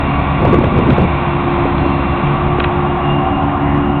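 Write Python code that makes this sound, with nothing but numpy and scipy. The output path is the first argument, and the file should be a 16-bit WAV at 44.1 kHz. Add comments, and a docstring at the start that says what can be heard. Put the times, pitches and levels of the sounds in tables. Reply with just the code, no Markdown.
"""A forage harvester chops crop in a distant field, its engine droning along with a tractor's.
The engine sags under load and recovers; cutter drum and gears follow it, whining over the rush of crop.
The machine turns its front to the listener and sounds duller. Wind buffets the microphone of a small
camera and overloads it, and a few sharp ticks ring the camera's body."""
import sys
import numpy as np
from scipy import signal
from scipy.fft import rfft, irfft
from scipy.io import wavfile

SR = 44100
rng = np.random.default_rng(int(sys.argv[2]) if len(sys.argv) > 2 else 0)


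def store_pcm(level_fs):
    """Save levels as 16-bit WAV."""
    pcm = np.round(np.clip(level_fs, -1, 1) * 32767).astype(np.int16)
    wavfile.write(sys.argv[1], SR, np.atleast_2d(pcm).T)


N = 176400
T = np.arange(N) / SR

# How many cycles the harvester's engine makes each second: t/s, f/Hz
ENGINE_SPEED = [(0, 70.0), (.45, 70.6), (1, 70.05), (1.5, 69.65), (1.8, 69.3), (2.05, 69.4), (2.5, 71.2),
                (2.8, 70.9), (3.25, 70.9), (3.55, 71.15), (4, 71.0)]
# Which way the harvester faces: t/s, heading (0 side-on, 1 head-on)
HEADING = [(0, 0), (1.2, 0.17), (2.2, 0.19), (2.7, 0.49), (3.2, 0.88), (4, 1.01)]


def amp(db):
    """Turns decibels into a factor to multiply by."""
    return 10 ** (np.asarray(db) / 20)


def unit(x):
    """Scales a signal to an average strength (rms) of 1."""
    return x / np.sqrt(np.mean(abs(x) ** 2) + 1e-20)


def curve(points, column=1):
    """Joins the values in one column of a table by straight lines over time."""
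    rows = np.array(points)
    return np.interp(T, rows[:, 0], rows[:, column])


def add(mix, start_s, sound):
    """Mixes a sound in at a given time."""
    part = mix[max(round(start_s * SR), 0):][:len(sound)]
    part += sound[:len(part)]


def wander(hz):
    """A random wobble of strength 1, mostly slower than the given rate."""
    f = np.fft.rfftfreq(N, 1 / SR)
    return unit(irfft(rfft(rng.standard_normal(N)) * (f > 0) / np.sqrt(1 + (f / hz) ** 4), N))


def noise(spectrum, low_hz=8):
    """Noise of strength 1, shaped by rows of f/Hz, level/dB and fading away below low_hz."""
    f = np.fft.rfftfreq(N, 1 / SR) + 1e-3
    hz, db = np.transpose(spectrum)
    shape = amp(np.interp(np.log(f), np.log(hz), db)) / np.sqrt(1 + (low_hz / f) ** 10)
    return unit(irfft(rfft(rng.standard_normal(N)) * shape, N))


def tone(hz, rough, flutter_hz):
    """A note of strength 1 that flutters on its way through moving air."""
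    flutter = 1 + rough * (wander(flutter_hz) + 1j * wander(flutter_hz))
    cycles = np.cumsum(hz) / SR + rng.random()
    return unit((flutter * np.exp(2j * np.pi * cycles)).real)


def harmonics(hz, table, rough, flutter_hz):
    """Notes at whole multiples of a turning part's rate; their levels follow the heading."""
    turn = curve(HEADING)
    return sum(amp(side + (front - side) * turn) * tone(k * hz, rough, flutter_hz)
               for k, side, front in table)


def engines(tractor_hz=72.7):
    """Two engines run at slightly different speeds, so their drones beat against each other."""
    # The harvester's main notes swell and fade: t/s, then level/dB at 4, 5 and 15 times its rate
    main_notes = [(0, -25, -32, -49), (.35, -25.5, -32.5, -47), (.6, -29.5, -23.5, -45.5),
                  (1.0, -31, -26.5, -50.5), (1.2, -32.5, -25, -40.5), (1.65, -24, -20, -29.5),
                  (2.0, -22.5, -25.5, -33.5), (2.25, -30.5, -24.5, -40.5), (2.8, -31.5, -21.5, -38),
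                  (3.2, -22.5, -24, -35), (3.5, -22.5, -27, -31), (3.8, -17.5, -21, -33.5),
                  (4, -22.5, -24.5, -40)]
    # Its weaker notes, and the tractor's: multiple of the rate, side-on level/dB, head-on level/dB
    weak_notes = [(1, -36, -35.5), (2, -25, -23.5), (3, -36, -27.5), (8, -47, -44), (10, -35, -42),
                  (20, -51.5, -42)]
    tractor_notes = [(1, -23, -32), (2, -27, -29.5), (4, -39.5, -33)]
    speed = curve(ENGINE_SPEED)
    harvester = sum(amp(curve(main_notes, column)) * tone(k * speed, rough=.2, flutter_hz=14)
                    for column, k in enumerate((4, 5, 15), start=1))
    harvester += harmonics(speed, weak_notes, rough=.33, flutter_hz=3.5)
    return harvester + harmonics(np.full(N, tractor_hz), tractor_notes, rough=.3, flutter_hz=4.6)


def cutter_drum(knives_per_cycle=5.39):
    """The engine spins a drum whose knives pass so quickly that they hum."""
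    # The low notes of the hum: t/s, then level/dB at 2 and 3 times the knife rate
    low_notes = [(0, -35, -30.5), (.6, -38.5, -26.5), (1.35, -39.5, -37.5), (2.0, -26.5, -33.5),
                 (2.35, -35.5, -24), (2.7, -34.5, -29.5), (3.25, -28, -35), (3.7, -37, -35),
                 (4, -32.5, -46)]
    # Its high notes: multiple of the knife rate, side-on level/dB, head-on level/dB
    high_notes = [(4, -48.5, -58.5), (5, -42, -64), (6, -48, -57)]
    knife_hz = curve(ENGINE_SPEED) * knives_per_cycle
    hum = sum(amp(curve(low_notes, column)) * tone(k * knife_hz, rough=.51, flutter_hz=11)
              for column, k in enumerate((2, 3), start=1))
    return hum + harmonics(knife_hz, high_notes, rough=.26, flutter_hz=4.6)


def gears(teeth_per_cycle=19.76):
    """Gear teeth meet and whine, rising and falling in pitch with the engine."""
    # The lasting notes: multiple of the tooth rate, side-on level/dB, head-on level/dB
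    notes = [(1, -39.5, -39.5), (2, -46, -50)]
    # A faint top note, and a shrill whine that beams forward and flares up: t/s, level/dB
    top_level = [(0, -55.5), (1.3, -61), (1.85, -51), (2.3, -62), (2.7, -69), (4, -69.5)]
    shrill_level = [(0, -40.5), (.45, -44.5), (1.3, -42), (1.7, -49.5), (1.87, -36.5), (2.2, -37.5),
                    (2.5, -46.5), (2.72, -44.5), (3.0, -42), (3.11, -27.5), (3.22, -38.5), (3.35, -32.5),
                    (3.43, -45.5), (3.6, -43), (3.8, -53), (3.9, -38), (4, -46)]
    tooth_hz = curve(ENGINE_SPEED) * teeth_per_cycle
    whine = harmonics(tooth_hz, notes, rough=.89, flutter_hz=12)
    top = amp(curve(top_level)) * tone(3 * tooth_hz, rough=.46, flutter_hz=11)
    shrill = amp(curve(shrill_level)) * tone(2 * tooth_hz, rough=.4, flutter_hz=26)
    return whine + top + shrill


def turbocharger():
    """The turbocharger whistles thinly, higher when the engine works hard."""
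    # The whistle: t/s, f/Hz, level/dB
    whistle = [(0, 3885, -57), (.6, 3865, -57), (1.3, 3880, -56), (1.9, 3910, -54), (2.3, 3880, -58),
               (2.8, 3835, -64), (4, 3810, -68)]
    return amp(curve(whistle, column=2)) * tone(curve(whistle), rough=.25, flutter_hz=6)


def fuzzy_whistle():
    """A faint, fuzzy whistle, perhaps a drive belt, fades away."""
    # The whistle: t/s, f/Hz, level/dB
    whistle = [(0, 2275, -41), (.5, 2285, -41.5), (1.2, 2262, -50.5), (2, 2245, -53), (2.6, 2295, -57),
               (4, 2295, -64.5)]
    return amp(curve(whistle, column=2)) * tone(curve(whistle), rough=1.2, flutter_hz=25)


def crop_rush(throb=.048, swell_db=.36, patchy_db=.5, low_hz=382):
    """Crop rushes through the blower, throbbing slightly with the engine and duller head-on."""
    # Noise of crop, blower and tracks, from the side and from the front: f/Hz, relative level/dB
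    side_spectrum = [(240, -42.5), (400, -6), (500, -9), (730, -1.5), (836, -4), (1120, -1), (1290, -10),
                     (1540, -12), (1670, -16.5), (2340, -13), (2680, -16), (2930, -24), (3590, -22.5),
                     (4070, -36.5), (5290, -53), (8950, -120)]
    front_spectrum = [(240, -38.5), (400, -10.5), (505, -13.5), (759, 0.5), (828, -3.5), (1120, -4.5),
                      (1290, -10), (1430, -15), (1540, -17.5), (2630, -23.5), (2840, -19.5), (2950, -27),
                      (3520, -33.5), (4070, -45), (5290, -80), (8950, -120)]
    # The flow of crop through the blower: t/s, relative level/dB
    flow = [(0, 0), (.7, -.5), (1.3, 0.5), (1.9, -0.5), (2.3, 0.5), (2.8, 0), (3.3, 0.6), (3.55, 1.2),
            (4, -0.5)]
    turn = np.clip(curve(HEADING), 0, 1)
    side = amp(-20 + patchy_db * wander(6)) * noise(side_spectrum, low_hz)
    front = amp(-20.5 + patchy_db * wander(4.6)) * noise(front_spectrum, low_hz)
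    rush = np.sqrt(1 - turn) * side + np.sqrt(turn) * front
    pulse = 1 + throb * np.cos(2 * np.pi * np.cumsum(curve(ENGINE_SPEED)) / SR)
    return rush * pulse * amp(curve(flow) + swell_db * wander(4))


def spout():
    """Chopped crop hisses out of the spout, loudest while it faces the listener."""
    # The colour of the hiss: f/Hz, relative level/dB
    spectrum = [(1500, -19), (2100, -9.5), (2280, 5), (2600, -2.5), (2950, -20.5), (3550, -8.5),
                (4200, -26), (5000, -51.5)]
    # Its loudness: t/s, level/dB
    level = [(0, -36.5), (.5, -38.5), (1.15, -32.5), (1.5, -46.5), (2.2, -44), (2.7, -53.5), (4, -60.5)]
    return amp(curve(level)) * noise(spectrum, low_hz=1400)


def rumble(level_db=-19, head_on_db=-1.0):
    """Exhaust and ground rumble under the drone, a little softer head-on."""
    # The colour of the rumble: f/Hz, relative level/dB
    spectrum = [(10, -17.5), (25, -3.5), (45, -3), (80, 2.5), (110, 0.5), (180, 1), (260, -3), (370, -12),
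                (470, -27), (900, -44.5)]
    return amp(level_db + head_on_db * curve(HEADING)) * noise(spectrum)


def wind(edge_s=.012, lumpy_db=2, thump_cycles=.5):
    """Lumpy gusts hit the microphone, and single swirls of air thump against it."""
    # Churning air at the microphone: f/Hz, relative level/dB
    spectrum = [(15, -19.5), (45, -7), (100, 0), (140, 3.5), (210, 0.5), (330, -5.5), (550, -11.5),
                (900, -21.5), (1800, -40), (4000, -52.5)]
    # The gusts: start t/s, length/s, level/dB
    gusts = [(0.172, 0.06, -18.5), (0.402, 0.09, -12), (0.476, .12, -11.5), (0.606, .085, -10),
             (0.703, .15, -12.5), (0.857, 0.084, -9.5), (0.982, 0.076, -10.5), (1.795, 0.073, -18.5),
             (2.727, 0.028, -21)]
    # The swirls: t/s, f/Hz, level/dB
    thumps = [(0.453, 610, 2), (0.532, 375, 2), (0.544, 420, 5.5), (.589, 292, 3), (.642, 564, -0.5),
              (.79, 394, -0.5), (.902, 258, 1), (.984, 460, 1), (1.012, 330, -6), (1.656, 405, -4),
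              (1.864, 296, -6.5), (2.588, 343, -3.5)]
    level = sum(amp(db) * np.clip(np.minimum(T - start, start + length - T) / edge_s + .5, 0, 1)
                for start, length, db in gusts)
    out = level * amp(lumpy_db * wander(54)) * noise(spectrum)
    for middle, hz, db in thumps:
        cycles = (T - middle) * hz
        swell = np.exp(-(cycles / thump_cycles) ** 2 / 2)
        out += amp(db) * swell * np.sin(2 * np.pi * (cycles + rng.random()))
    return out


def ticks(rise_s=.00039):
    """Each sharp tick makes the camera's body ring briefly."""
    # The ticks: t/s, level/dB
    hits = [(.543, -17), (.641, -16), (.902, -14), (1.779, -21), (2.6, -7.5), (2.641, -8.5)]
    # The notes of the body: f/Hz, relative level/dB, time to fade by 60 dB/s, delay/s
    body_notes = [(1400, 5, 0.01, 0.0038), (1950, 0.5, 0.0067, 0), (2550, -1.5, 0.016, 0.0029),
                  (3250, -5.5, 0.013, 0.0032), (3866, -6.5, 0.0079, 0.0001)]
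    out, t = np.zeros(N), np.arange(2048) / SR
    rise = np.minimum(t / rise_s, 1)
    for start, hit_db in hits:
        for hz, note_db, fade_s, delay in body_notes:
            fade = amp(note_db - 60 * t / fade_s)
            ring = rise * fade * np.sin(2 * np.pi * (hz * t + rng.random()))
            add(out, start + delay, amp(hit_db) * ring)
    return out


def crop_clump(middle_s=3.71, width_s=.059, level_db=-31, hz=1900):
    """One clump of crop swishes through the blower."""
    # The colour of the swish: f/Hz, relative level/dB
    spectrum = [(hz / 2, -40), (hz * .78, -14), (hz, 0), (hz * 1.3, -14), (hz * 2, -40)]
    swell = np.exp(-((T - middle_s) / width_s) ** 2 / 2)
    return amp(level_db) * swell * noise(spectrum, low_hz=900)


def scene():
    """Machines in the field and wind at the microphone, mixed into one channel."""
    machines = engines() + cutter_drum() + gears() + turbocharger() + fuzzy_whistle()
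    return (machines + crop_rush() + spout() + rumble() + wind() + ticks() + crop_clump())[None]


def record(dry, overload=.75, mic_top_hz=4175, ceiling=.69, final_top_hz=15800):
    """The microphone squashes loud peaks and loses treble; peaks that are still too tall are cut flat."""
    mic_filter = signal.firwin(161, mic_top_hz, window=("kaiser", 8), fs=SR)
    final_filter = signal.firwin(255, final_top_hz, window=("kaiser", 9), fs=SR)
    squashed = dry / (1 + (dry / overload) ** 8) ** (1 / 8)
    dulled = signal.oaconvolve(squashed, mic_filter[None], "same")
    clipped = np.clip(dulled, -ceiling, ceiling)
    return signal.oaconvolve(clipped, final_filter[None], "same")


dry = scene()
out = record(dry)
store_pcm(out)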